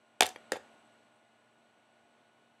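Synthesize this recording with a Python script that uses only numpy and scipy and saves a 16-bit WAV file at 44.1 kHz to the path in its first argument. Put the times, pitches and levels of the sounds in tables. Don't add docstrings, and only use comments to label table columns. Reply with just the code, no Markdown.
import sys
import numpy as np
from scipy import signal
from scipy.fft import rfft, irfft
from scipy.io import wavfile
from scipy.ndimage import uniform_filter1d

SR = 44100
rng = np.random.default_rng(int(sys.argv[2]) if len(sys.argv) > 2 else 0)


def dump(signal):
    limited = np.clip(np.atleast_2d(signal).T, -1, 1)
    pcm = np.round(limited * 32767).astype(np.int16)
    wavfile.write(sys.argv[1], SR, pcm)


def invert_db(level):
    return 10 ** (np.asarray(level, dtype=float) / 20)


N = 114660

# (frequency [Hz], relative level per Hz [dB])
AIR_COLOUR = [(30, -50.5), (60, -22.5), (101, -6.5), (171, -7.5), (226, -2), (491, -3.5), (615, 0.5),
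              (1210, -6.5), (1480, -5.5), (1630, -9.5), (2400, -9), (2900, -11.5), (4300, -16.5),
              (4900, -26), (6200, -24.5), (7100, -29.5), (8300, -24), (9000, -27), (9400, -33.5),
              (12000, -37.5), (16000, -49)]
# (time [s], turns per second [Hz])
SHAFT_SPEED = [(0, 75.8), (.5, 76.15), (1.3, 76.5), (1.9, 76.85), (2.6, 77.55)]
# (multiple of the shaft speed, level [dB])
FAN_TONES = [(3, -72), (4, -79.5), (8, -72.5), (9, -72.5), (10, -79), (11, -77), (14, -78.5), (19, -71.5),
             (38, -78)]
# (multiple of WHINE_HZ, level [dB])
WHINE_TONES = [(3, -84), (5, -89), (10, -91), (11, -90.5), (12, -94.5), (13, -91), (14, -85.5), (15, -92),
               (16, -95), (17, -96.5), (18, -93.5), (20, -101)]
# (time [s], length [ms], desk [dB], case [dB], lid [dB], lid tilt [dB per octave],
# tick [dB], tick tilt [dB per octave])
CONTACTS = [(0.205, 2.8, -58, -54.5, -37.5, -15, -72, 11), (0.2073, 1.2, -29, -10, -7.5, 6, -11.5, 3.5),
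            (0.2188, 3.4, -56.5, -49, -36, 3, -19.5, 0), (0.2219, 2.13, -24, -16.5, -11.5, 3.5, -26, -4),
            (.2262, 2.4, -37.5, -18.5, -24, -10, -44, 3.5),
            (.2310, 1.15, -32.5, -33, -19.5, 2.5, -19.5, -4), (0.2341, 2.3, -42, -26, -21.5, 0, -41, 4),
            (.2370, 31, -56.5, -36.5, -44, -3, -48, 2), (.2450, 3., -33, -30, -36, 4, -45, 0),
            (0.2568, 2.8, -40.5, -37.5, -29, -2, -31, -4), (.2638, 3.6, -55, -54, -30.5, 5, -24.5, 2.5),
            (0.269, 1.3, -45, -43, -37, -3, -57, 0), (.2745, 2.7, -44, -45, -42, -2, -43, -2),
            (0.2875, 6.5, -60, -45, -45, 4, -37, -4), (.3030, 4.4, -67, -44, -50, 3, -51, -0.5),
            (0.5193, 1.97, -19.5, -30, -21, -17.5, -22, -7.5),
            (.5230, 24, -67.5, -72.5, -39, -2, -41, -12.5), (.5400, 44, -61.5, -58, -41, -5.5, -48.5, -8),
            (.5290, 1.5, -30.5, -47, -36, -5.5, -48, -4), (0.5325, 2, -25, -52, -40.5, 2.5, -44.5, -4.5),
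            (.5460, 3.5, -43.5, -40, -50, -10, -58.5, 1), (.5560, 5., -42.5, -31, -48, -10.5, -64, 1),
            (.5665, 3., -32.5, -40, -55, -7, -47.5, 2.5)]
# (frequency [Hz], relative level [dB], 60 dB decay [s])
DESK_MODES = [(238, -17, 0.11), (400, -3.5, 0.0085), (490, 13.5, 0.025), (560, 3.5, 0.017),
              (1200, -17, .01)]
# (frequency [Hz], relative level [dB], 60 dB decay [s])
CASE_MODES = [(680, -18, .025), (761, -0.5, .04), (851.5, -4.5, 0.028), (1023, -17, 0.028)]
# (frequency [Hz], relative level [dB], 60 dB decay [s])
LID_MODES = [(1400, -14, .012), (1620, -3, 0.011), (1850, -3, 0.014), (2160, -4, 0.03), (2380, -5, .011),
             (2667, -3.5, 0.015), (3142, 0, 0.012), (3610, 1, 0.01), (4250, -1.5, 0.0072),
             (4774, -9, 0.008)]
# (frequency [Hz], relative level [dB], 60 dB decay [s])
TICK_MODES = [(5007, -5, 0.0064), (5950, -3.5, .008), (6670, -2.5, 0.007), (7397, -1.5, 0.0055),
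              (8370, -1.5, 0.0051), (9232, 0, 0.004), (10520, -1.5, .005), (11600, -5, .006),
              (12710, -7, 0.0035), (14690, -7.5, .002)]
# (frequency [Hz], relative level [dB], 60 dB decay [s])
THUMP_MODES = [(84, 0.59, 0.53), (109, -2.6, 0.098)]
# (time [s], peak level [dB])
LATCH_SNAPS = [(.2078, 0), (.5202, -20)]
# (frequency [Hz], relative level [dB], 60 dB decay [s])
TAP_MODES = [(445, -12, 0.027), (681.5, 1, 0.015), (1843, 0.5, 0.018), (2320, -3, 0.02), (3230, -6, 0.015),
             (4650, -21, 0.028), (6000, -18, 0.013), (11000, -18.5, 0.019)]
# (frequency [Hz], level [dB], 60 dB decay [s])
ROOM_BANDS = [(400, -31.5, 0.2), (720, -25.5, .21), (1410, -23, .22), (2900, -23.5, .2),
              (5200, -22.5, 0.25), (8000, -26.5, 0.24), (13300, -25, 0.24)]
# (time [s], length [s], frequency [Hz], level [dB])
RUSTLES = [(1.166, 0.028, 8620, -75.5), (1.29, 0.027, 8500, -84), (2.282, 0.03, 8300, -78)]

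AIR_DB, SHAFT_WOBBLE = -62, 0.0007
WHINE_HZ = 567.43
HUM_HZ, HUM_DB = 120, -80.5
PEEP_HZ, PEEP_DB, PEEP_FLICKER_DB, PEEP_ENDS_S = 8000, -81, 2, 2.16
PEEP_PULSE_HZ, PEEP_ON_SHARE = 15.05, 0.62
SCATTER_DB, GRIT_MS = 1.2, 0.2
RATTLE_OVER_MS, RATTLE_PER_S, RATTLE_DB = 10, 500, 7
BODY_LAG_MS, BODY_PUSH_MS = 1.5, 0.44
RADIATES_HZ = 287
THUMP_DB = -45
SNAP_HZ, SNAP_MS = 6500, 0.065
TAP_S, TAP_MS, TAP_DB = 0.3597, 1.99, -30
ROOM_GAP_MS = 4.0
OPEN_DB, CLOSED_DB, HOLD_S, CLOSE_S = -51, -7, 0.046, 0.56
RING_SAMPLES, PUSH_SAMPLES = 4096, 2048


def walk(rate):
    hold = int(SR / rate)
    steps = np.repeat(rng.standard_normal(N // hold + 1), hold)
    return 1.3 * uniform_filter1d(uniform_filter1d(steps, hold), hold)[:N]


def colour(x, hz, db):
    f = np.maximum(np.arange(len(x) // 2 + 1) * SR / len(x), 1)
    return irfft(rfft(x) * invert_db(np.interp(np.log(f), np.log(hz), db)), len(x))


def tone(phase, db):
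    return np.sqrt(2) * invert_db(db) * np.sin(phase + 2 * np.pi * rng.random())


def fan():
    air = colour(rng.standard_normal(N), *np.array(AIR_COLOUR).T)
    out = air / air.std() * invert_db(AIR_DB + 0.3916 * walk(12))
    speed_hz = np.interp(np.arange(N) / SR, *np.array(SHAFT_SPEED).T) * (1 + SHAFT_WOBBLE * walk(7.9))
    turn = 2 * np.pi * np.cumsum(speed_hz) / SR
    for multiple, db in FAN_TONES:
        out = out + tone(multiple * turn, db)
    return out


def electronics():
    t, whines = np.arange(N) / SR, 0
    for multiple, db in WHINE_TONES:
        whines = whines + tone(2 * np.pi * multiple * WHINE_HZ * t, db)
    peep = tone(2 * np.pi * PEEP_HZ * t + 0.5 * walk(60), PEEP_DB - PEEP_FLICKER_DB * walk(35))
    pulse = np.cos(2 * np.pi * PEEP_PULSE_HZ * t) - np.cos(np.pi * PEEP_ON_SHARE)
    ending = np.clip((PEEP_ENDS_S - t) / 0.03, 0, 1)
    hum = tone(2 * np.pi * HUM_HZ * t, HUM_DB + 3.9 * walk(5))
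    return whines + peep * np.clip(4 * pulse, 0, 1) * ending + hum


def push_shape(k, ms):
    knocks = rng.standard_normal(64)[(k * RATTLE_PER_S / 1000).astype(int)]
    if ms == 0:
        return np.exp(-0.5 * ((k - BODY_LAG_MS) / (BODY_PUSH_MS / 4)) ** 2)
    arch = np.sin(np.pi * np.clip(k / ms, 0, 1))
    return arch * invert_db(RATTLE_DB * knocks) if ms > RATTLE_OVER_MS else arch


def ring(modes, ms=0, tilt_db=0):
    t, total = np.arange(RING_SAMPLES) / SR, 0
    k = t[:PUSH_SAMPLES] * 1000
    shape = push_shape(k, ms)
    smoother = np.hanning(int(4 * GRIT_MS * SR / 1000))
    for hz, db, t60 in modes:
        scatter, *noise = rng.standard_normal(PUSH_SAMPLES + 1)
        grit = signal.fftconvolve(noise, smoother, "same")
        carrier = np.cos(2 * np.pi * hz * k / 1000 + noise[0])
        push = shape * grit * carrier if ms else shape
        fading_sine = np.exp(-np.log(1000) * t / t60) * np.sin(2 * np.pi * hz * t)
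        one = signal.fftconvolve(fading_sine, push)[:len(t)]
        level_db = db + SCATTER_DB * scatter + tilt_db * np.log2(hz / modes[0][0])
        total = total + one / np.abs(one).max() * invert_db(level_db)
    return total / np.abs(total).max()


def palette():
    out, low, t = np.zeros(N), np.zeros(N), np.arange(N) / SR
    fade = np.cos(np.linspace(0, np.pi / 2, RING_SAMPLES))
    for s, ms, desk_db, case_db, lid_db, lid_tilt_db, tick_db, tick_tilt_db in CONTACTS:
        span = slice(int(s * SR), int(s * SR) + RING_SAMPLES)
        out[span] += invert_db(desk_db) * ring(DESK_MODES) + invert_db(case_db) * ring(CASE_MODES)
        out[span] += invert_db(lid_db) * ring(LID_MODES, ms, lid_tilt_db)
        out[span] += invert_db(tick_db) * ring(TICK_MODES, ms, tick_tilt_db)
        thump_gain = (invert_db(case_db) + 2.5 * invert_db(desk_db)) * invert_db(THUMP_DB)
        low[span] += thump_gain * ring(THUMP_MODES, 3.3) * fade
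    out = out + latch_snaps(t)
    tap = int(TAP_S * SR)
    out[tap:tap + RING_SAMPLES] += nail_tap()
    bass_cut = signal.butter(3, RADIATES_HZ, "highpass", fs=SR, output="sos")
    return signal.sosfilt(bass_cut, out) + low


def latch_snaps(t):
    out = np.zeros(N)
    for s, db in LATCH_SNAPS:
        burst = np.exp(-((t - s) * 1000 / SNAP_MS) ** 2)
        out += invert_db(db) * np.cos(2 * np.pi * SNAP_HZ * (t - s)) * burst
    return out


def room(x):
    t, tail = np.arange(SR // 2) / SR, 0
    for hz, db, t60 in ROOM_BANDS:
        band_pass = signal.butter(2, [hz / 1.3, min(hz * 1.4, 20000)], "bandpass", fs=SR, output="sos")
        band = signal.sosfilt(band_pass, rng.standard_normal(len(t)))
        fade = np.exp(-np.log(1000) * t / t60) * np.clip(t * 1000 / ROOM_GAP_MS, 0, 1) ** 2
        tail = tail + invert_db(db) * band / band.std() * fade / np.sqrt(np.sum(fade ** 2))
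    return x + signal.fftconvolve(x, tail)[:N]


def nail_tap():
    return invert_db(TAP_DB) * ring(TAP_MODES, TAP_MS)


def rustles():
    t, out = np.arange(N) / SR, 0
    for s, length, hz, db in RUSTLES:
        band_pass = signal.butter(2, [hz * 0.95, hz * 1.05], "bandpass", fs=SR, output="sos")
        noise = signal.sosfilt(band_pass, rng.standard_normal(N))
        out = out + invert_db(db) * noise / noise.std() * np.exp(-((t - s) / (length / 2)) ** 2)
    return out


def scene():
    return (room(palette()) + fan() + electronics() + rustles())[None]


def roll_off(x):
    return signal.sosfilt(signal.butter(12, 16540, fs=SR, output="sos"), x)


def record(dry):
    t = np.arange(N) / SR
    power = uniform_filter1d(dry[0] ** 2, size=221, origin=40)
    loud = power > invert_db(OPEN_DB) ** 2
    since = t - np.maximum.accumulate(np.where(loud, t, -9))
    gain_db = uniform_filter1d(CLOSED_DB * np.clip((since - HOLD_S) / CLOSE_S, 0, 1), 88)
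    x = signal.sosfilt(signal.butter(2, 90, "highpass", fs=SR, output="sos"), dry * invert_db(gain_db))
    x = signal.sosfilt(signal.butter(4, 15800, "lowpass", fs=SR, output="sos"), x)
    return roll_off(x)


dry = scene()
out = record(dry)
dump(out)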